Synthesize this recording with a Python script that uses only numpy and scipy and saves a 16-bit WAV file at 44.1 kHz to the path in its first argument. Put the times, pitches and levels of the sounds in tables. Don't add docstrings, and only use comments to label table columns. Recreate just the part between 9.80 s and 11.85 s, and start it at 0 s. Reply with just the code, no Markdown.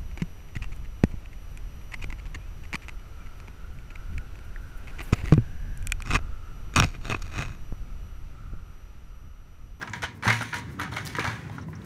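import sys
import numpy as np
from scipy import signal
from scipy.io import wavfile
from scipy.ndimage import uniform_filter1d

SR = 44100
rng = np.random.default_rng(int(sys.argv[2]) if len(sys.argv) > 2 else 0)


def store_pcm(level_fs):
    pcm = np.round(np.clip(level_fs, -1, 1) * 32767).astype(np.int16)
    wavfile.write(sys.argv[1], SR, np.atleast_2d(pcm).T)


N = 90404
T = np.arange(SR // 2) / SR
BLOW_GAIN = np.sqrt(.004 * SR)

# f/Hz, level/dB
RUMBLE_SPECTRUM = [(20, -48), (35, -15), (55, -10), (100, 1), (160, -3), (210, -7), (280, -9), (380, -17),
                   (600, -29), (1500, -64), (5000, -62)]
HISS_SPECTRUM = [(100, -3), (400, 6), (650, -3), (1000, 3.5), (2000, -0.5), (3500, -15), (6000, -14.5),
                 (8000, -20.5), (16000, -28.5)]
# t/s, level/dB
RUMBLE_ENVELOPE = [(0, -44), (.35, -44.5), (.7, -42), (1.0, -38.5), (1.3, -38.5), (1.6, -41), (1.85, -38),
                   (2.05, -40.5)]
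HISS_ENVELOPE = [(0, -49), (.38, -56.5), (.9, -53), (1.6, -48.5), (1.87, -60), (2.05, -51)]
# f/Hz, level/dB
WALL_SPECTRUM = [(60, -23), (250, -8), (500, -14), (730, -7.5), (960, -1), (1130, -3.5), (1550, -0.5),
                 (2200, -2), (2650, -11), (3250, -10.5), (3650, -12), (4200, -13.5), (5000, -20),
                 (6100, -16), (7800, -27.5), (9850, -25), (10400, -34), (12500, -34), (16000, -41)]
# f/Hz, t60/s
WALL_DECAY = [(200, 0.15), (1000, 0.19), (2000, 0.28), (5000, 0.23), (15000, 0.15)]
# f/Hz, level/dB, t60/s
MAIN_WALL_MODES = [(765, 3, 0.25), (1076, 5, 0.2), (1258, 10.5, 0.085), (1482, 4.5, .18), (1424, 1.5, .18),
                   (1626, 5.5, 0.24), (1678, 5, 0.26), (1810, 1.5, 0.28), (1970, 7, 0.13), (2096, -2, 0.15),
                   (2128, -4.5, 0.57), (2256, 6, .18), (2958, -1, 0.29)]
OPEN_RIM_MODES = [(952, 0, 0.32), (977, -2.5, 0.24)]
CAVITY_MODES = [(113.7, 2, 0.55), (179, 4, 0.073), (218, -8, .27), (298, -11.5, 0.15)]
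FLEX_MODES = [(282, -3.5, 0.1), (354, -3.5, 0.11), (450, -3.5, 0.1), (521, -5.5, 0.062), (990, 1, 0.061),
              (1297, 6, 0.019), (1560, -3, 0.054), (1673, 6, 0.036)]
METAL_MODES = [(5450, -1, .03), (5600, 1, 0.033), (6250, -1, .03)]
# t/s, length/s, level/dB, tilt/(dB/oct), body/dB
WALL_SCRAPES = [(0, 0.036, -43.5, -12, 1), (0.138, 0.044, -48.5, 4, 4), (.43, 0.093, -37, 4, 14),
                (0.509, 0.085, -36.5, 3.5, 7), (0.578, 0.16, -44, 3.5, -8), (0.734, 0.069, -39.5, 3, 11),
                (0.799, 0.15, -52.5, -1, -4), (0.981, 0.1, -39, -3, 2), (1.109, 0.16, -43.5, 2, 9.5),
                (1.252, 0.084, -43.5, 4, 5), (1.391, .05, -35.5, 0, -11), (1.445, 0.067, -34, 0.5, 8.5),
                (1.5, 0.062, -41.5, 0.5, -1), (1.546, 0.14, -50, 0.5, 0), (1.704, 0.13, -52, 1, 9.5)]
# t/s, level/dB, tilt/(dB/oct), body/dB, wall ring/dB, rim/dB, panel f/Hz, attack/s
BUCKET_KNOCKS = [(.013, -37, -0.5, -22, -7, -8, 1660, 0.0023), (.025, -32.5, -3, 5, 1, -7, 1620, .0012),
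                 (.074, -35, -0.5, 4.5, -1, -9, 1298, 0.0014), (.133, -30.5, -.5, -1, 4, -4.5, 1605, .003),
                 (.22, -34, 5, -4, -9, -14, 1440, 0.0019), (.227, -27.5, 2, 14.5, -1.5, -5.5, 665, 0.0017),
                 (.235, -26, 2, 5.5, 1, -11, 1482, 0.0021), (.424, -35.5, -.5, 1, -5, -12, 2290, 0.0022),
                 (.433, -32, -4, -11, 8.5, -18, 1160, 0.002), (.454, -30, -3.5, 5, 9, -12, 1620, 0.00074),
                 (.468, -23.5, -2.5, -6, -3, -7, 1680, 0.00052),
                 (.4775, -17, -1.5, -13, -1.5, -13.5, 2033, .0004),
                 (.482, -22.5, -1, -9, 7, -7, 1460, 0.001), (.486, -27, -5, 13.5, 0, -18, 1496, 0.0024),
                 (.499, -23.5, 2.5, 1, 0.5, -8, 2060, 0.0023), (.503, -17.5, -2, -1, -2, -14, 2167, .0008),
                 (.527, -25.5, 1.5, -5, 2, -3.5, 2100, .0007), (.609, -31, -0.5, 4, 3, -11, 1610, 0.00095),
                 (.617, -33, 3, 10, 4.5, -12, 1470, 0.003),
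                 (.725, -25.5, -5.5, -20, -5, -8.5, 1468, 0.0076),
                 (.741, -30, 2, -2, 4.5, -4, 1790, 0.00077), (.767, -32, -0.5, -23, -15, -7, 2024, 0.00079),
                 (.996, -26.5, -4, -15, 0, -15, 1358, 0.0021), (1.013, -31, 2.5, 4, 3.5, -8, 1312, 0.0012),
                 (1.032, -36, 4, 15, -5, -7, 1680, 0.0011), (1.121, -40, -2, 6, 8.5, -8, 1857, .0034),
                 (1.164, -33, 1, -20, 5.5, -18, 1900, 0.0012), (1.167, -29, 0, 8, 1.5, -10, 2170, 0.0035),
                 (1.181, -31.5, .5, 10, -23, -10, 1457, 0.0019),
                 (1.351, -29.5, 0, -12, -1.5, -7, 1886, 0.0005),
                 (1.366, -36, 2.5, -27, 4.5, -20, 2080, 0.00024),
                 (1.394, -27.5, -1, -3, 4, -8, 2283, 0.00084), (1.409, -45, 6, 9, -11, -12, 1600, 0.0007),
                 (1.443, -28, 1.5, 8, -1, -18, 1830, 0.00076), (1.45, -29, -2, 2.5, 4, -4.5, 1340, 0.0014),
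                 (1.475, -28.5, 1.5, 13, -8, -23, 2290, 0.00075),
                 (1.696, -41, 0.5, 14, -19, -8, 813, 0.0011),
                 (1.782, -35.5, -13, -2, -4.5, -24, 1403, 0.00049),
                 (1.882, -43, -8.5, 10, -13, -11, 1007, 0.0033),
                 (1.93, -46.5, -7.5, -11, 6, -12, 1050, 0.00081)]
# t/s, length/s, level/dB, f/Hz
WALL_RUBS = [(0.013, 0.025, -37, 1600), (.229, 0.023, -35, 1700), (0.24, .022, -39, 3130),
             (0.61, .02, -32.5, 1410)]
# t/s, level/dB, centre f/Hz, skirt/dB
RIM_CLICKS = [(0.026, -42.5, 5400, -27), (0.097, -49, 6840, -26), (.134, -41, 6540, -36),
              (.63, -42.5, 9700, -16), (0.742, -50, 11000, -12), (0.785, -44.5, 6500, -20),
              (.998, -45, 10700, -15), (1.004, -48.5, 11100, -14), (1.03, -53, 11000, -17),
              (1.138, -39, 3900, -24), (1.252, -41.5, 6000, -10), (1.259, -39, 7600, -11),
              (1.2672, -38, 4440, -21), (1.275, -35, 4570, -12), (1.286, -46, 6000, -15),
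              (1.366, -49, 5000, -10), (1.3939, -39, 5000, -17), (2.017, -54, 3600, -26)]
# t/s, level/dB, f/Hz
TURF_THUDS = [(0.101, -31, 106), (.167, -36, 95), (0.233, -29, 85), (0.888, -29.5, 103), (1.119, -36, 105),
              (1.403, -31, 140), (1.441, -27, 95), (1.476, -27, 117), (1.749, -31.5, 139)]
# t/s, f/Hz, level/dB
DRONE_CURVE = [(.3, 205, -67), (.55, 230, -45), (.66, 258, -44), (.85, 263.7, -69), (1.0, 294.5, -47),
               (1.2, 287, -62.5)]
HUM_CURVE = [(1.55, 139.2, -66), (1.66, 142.9, -44), (1.78, 152.4, -45), (1.86, 158.7, -38.5),
             (1.95, 159.2, -48), (2.05, 146.6, -45)]
# t/s, length/s, level/dB
GRASS_SWISHES = [(0.336, 0.057, -64), (0.887, 0.072, -61), (1.247, .045, -47), (1.716, 0.065, -65),
                 (1.859, 0.083, -65), (2.042, .039, -50)]
# f/Hz, level/dB
GRASS_SPECTRUM = [(1000, -7), (4000, 1), (9000, 0.5), (13000, 2), (16000, -1.5)]
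# t/s, level/dB
BUCKET_LANDINGS = [(.468, -20.5), (1.472, -32)]
PAW_DENTS = [(1.3849, -23.5)]
TAG_JINGLES = [(1.781, -57), (1.812, -53), (1.953, -50.5)]


def amp(db):
    return 10 ** (np.asarray(db) / 20)


def unit_energy(x):
    return x / np.sqrt(np.sum(x ** 2) + 1e-20)


def unit_rms(x):
    return unit_energy(x) * np.sqrt(len(x))


def lookup(table, hz):
    f, value = np.transpose(table)
    return np.interp(np.log(hz + 1), np.log(f + 1), value)


def bell(hz, centre_hz, width_oct):
    return np.exp(-.5 * (np.log2((hz + 1) / centre_hz) / width_oct) ** 2)


def add(mix, start_s, sound):
    part = mix[max(round(start_s * SR), 0):][:len(sound)]
    part += sound[:len(part)]


def colour(x, db_at, size=4096):
    hz = abs(np.fft.fftfreq(size, 1 / SR))
    log_gain = np.log(amp(np.maximum(db_at(hz), -100)))
    taps = np.fft.ifft(np.exp(np.conj(signal.hilbert(log_gain)))).real[:size // 2]
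    return signal.fftconvolve(x, taps)[:len(x)]


def ringing(modes):
    return sum(amp(db - 60 * T / t60_s) * rng.uniform(0.67, 1)
               * np.sin(2 * np.pi * (hz * T + rng.random())) for hz, db, t60_s in modes)


def outdoor_noise(spectrum, envelope):
    level_db = np.interp(np.arange(N) / SR, *np.transpose(envelope))
    noise = colour(rng.standard_normal(N), lambda hz: lookup(spectrum, hz))
    return amp(level_db) * unit_rms(noise)


def dense_ring():
    hz, t, bands = signal.stft(rng.standard_normal(len(T)), SR, nperseg=256)
    decay = amp(-60 * t / lookup(WALL_DECAY, hz)[:, None])
    _, ring = signal.istft(bands * decay, SR, nperseg=256)
    return unit_energy(ring[:len(T)])


def wall(tilt_db_oct, body_db, ring_db, attack_s=0.0017, snap_s=0.0043):
    def gain_db(hz):
        treble_db = tilt_db_oct * np.log2(np.maximum(hz, 1000) / 1600)
        return lookup(WALL_SPECTRUM, hz) + treble_db + body_db * bell(hz, centre_hz=530, width_oct=0.61)
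    rise = np.minimum(T / attack_s, 1)
    contact = rng.standard_normal(len(T)) * rise * np.exp(-np.maximum(T - attack_s, 0) / snap_s)
    snap = unit_energy(colour(contact, gain_db))
    ring = amp(-2) * unit_energy(colour(dense_ring(), gain_db))
    modes = amp(-6) * unit_energy(ringing(MAIN_WALL_MODES))
    return snap + rise * amp(ring_db) * (ring + modes)


def scrape(length_s, tilt_db_oct, body_db, slips_per_s=900, rise_s=0.0083, fade_db=-7):
    t = np.arange(0, length_s, 1 / SR)
    chance, size, sign = rng.random((3, len(T)))[:, :len(t)]
    slip_db = -2.5 * np.log(size + 0.018)
    slips = (chance < slips_per_s / SR) * amp(slip_db) * np.sign(sign - .5)
    drive = unit_rms(slips * np.minimum(t / rise_s, 1) * amp(fade_db * t / length_s))
    return signal.fftconvolve(drive, unit_energy(wall(tilt_db_oct, body_db, ring_db=0)))


def knock(tilt_db_oct, body_db, ring_db, rim_db, panel_hz, attack_s, panel_t60_s=0.078):
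    rise = np.minimum(T / attack_s, 1)
    panel = unit_energy(rise * ringing([(panel_hz, 0, panel_t60_s)]))
    rim = unit_energy(rise * ringing(OPEN_RIM_MODES))
    clatter = wall(tilt_db_oct, body_db, ring_db, attack_s)
    return BLOW_GAIN * (amp(-0.5) * clatter + amp(-3.5) * panel + amp(rim_db) * rim)


def held(x, cutoff_hz=9500):
    return signal.sosfilt(signal.butter(2, cutoff_hz, fs=SR, output="sos"), x)


def rub(length_s, hz, width_hz=135, edge_s=0.0028):
    t = np.arange(0, length_s, 1 / SR)
    pole = np.exp(-np.pi * width_hz / SR)
    noise = rng.standard_normal(len(T)) + 1j * rng.standard_normal(len(T))
    drift = signal.lfilter([1 - pole], [1, -pole], noise)[-len(t):]
    tone = (drift / np.sqrt(abs(drift) + 1e-12) * np.exp(2j * np.pi * hz * t)).real
    gate = np.clip(np.minimum(t, length_s - t) / edge_s, 0, 1)
    return unit_rms(tone * gate)


def click(centre_hz, skirt_db, decay_s=0.0019, grit_share=0.96, ring_db=-14):
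    crack = grit_share * unit_energy(rng.standard_normal(len(T)) * np.exp(-T / decay_s))
    crack[0] += 1 - grit_share
    tap = unit_energy(crack) + amp(ring_db) * dense_ring()
    tick = colour(tap, lambda hz: skirt_db * (1 - bell(hz, centre_hz, width_oct=0.28)))
    return BLOW_GAIN * unit_energy(tick)


def thud(hz, peak_s=0.0047):
    return T / peak_s * np.exp(1 - T / peak_s) * np.sin(2 * np.pi * hz * T)


def drone(curve, waver_rms=0.59, fade_s=0.096):
    t = np.arange(N) / SR
    times_s, hz, db = np.transpose(curve)
    gate = np.clip(np.minimum(t - times_s[0], times_s[-1] - t) / fade_s + 1, 0, 1)
    slow_noise = uniform_filter1d(uniform_filter1d(rng.standard_normal(N), size=900), size=900)
    flutter = 1 + waver_rms * unit_rms(slow_noise)
    phase = 2 * np.pi * np.cumsum(np.interp(t, times_s, hz)) / SR
    return np.sqrt(2) * gate * flutter * amp(np.interp(t, times_s, db)) * np.sin(phase)


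def swish(length_s, flicks_per_s=700, flick_share=0.48):
    flicks = unit_rms((rng.random(len(T)) < flicks_per_s / SR) * rng.standard_normal(len(T)))
    drive = flick_share * flicks + (1 - flick_share) * rng.standard_normal(len(T))
    swell = np.sin(np.pi * np.minimum(T / length_s, 1))
    return swell * unit_rms(colour(drive, lambda hz: lookup(GRASS_SPECTRUM, hz)))


def boom(rise_s=0.0024):
    modes = sum(amp(db - 60 * T / t60_s) * np.sin(2 * np.pi * hz * T) for hz, db, t60_s in CAVITY_MODES)
    return -(1 - np.exp(-T / rise_s)) * modes


def dent(rise_s=.0005):
    return np.minimum(T / rise_s, 1) * ringing(FLEX_MODES)


def jingle(touches_per_s=370, settle_s=0.0086, detune=0.033):
    touching = rng.random(len(T)) < touches_per_s / SR
    touches = touching * rng.standard_normal(len(T)) * np.exp(-T / settle_s)
    touches[0] = 0.59
    modes = [(hz * (1 + detune * rng.standard_normal()), db, t60_s) for hz, db, t60_s in METAL_MODES]
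    return BLOW_GAIN * unit_energy(signal.fftconvolve(touches, ringing(modes)))


def scene(held_until_s=.4):
    mix = outdoor_noise(RUMBLE_SPECTRUM, RUMBLE_ENVELOPE) + outdoor_noise(HISS_SPECTRUM, HISS_ENVELOPE)
    mix += drone(DRONE_CURVE) + drone(HUM_CURVE)
    for start_s, db, hz in TURF_THUDS:
        add(mix, start_s, amp(db) * thud(hz))
    for start_s, length_s, db in GRASS_SWISHES:
        add(mix, start_s, amp(db) * swish(length_s))
    for start_s, db in TAG_JINGLES:
        add(mix, start_s, amp(db) * jingle())
    for start_s, db, *timbre in BUCKET_KNOCKS:
        blow = amp(db) * knock(*timbre)
        add(mix, start_s, held(blow) if start_s < held_until_s else blow)
    for start_s, db in PAW_DENTS:
        add(mix, start_s, amp(db) * dent())
    for start_s, length_s, db, tilt_db_oct, body_db in WALL_SCRAPES:
        add(mix, start_s, amp(db) * scrape(length_s, tilt_db_oct, body_db))
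    for start_s, length_s, db, hz in WALL_RUBS:
        add(mix, start_s, amp(db) * rub(length_s, hz))
    for start_s, db, centre_hz, skirt_db in RIM_CLICKS:
        add(mix, start_s, amp(db) * click(centre_hz, skirt_db))
    for start_s, db in BUCKET_LANDINGS:
        add(mix, start_s, amp(db) * boom())
    return mix[None]


def record(dry, low_cut_hz=38, band_limit_hz=15780):
    highpass = signal.butter(3, low_cut_hz, "highpass", fs=SR, output="sos")
    lowpass = signal.firwin(511, band_limit_hz, window=("kaiser", 9), fs=SR)
    return signal.oaconvolve(signal.sosfilt(highpass, dry), lowpass[None], "same")


dry = scene()
out = record(dry)
store_pcm(out)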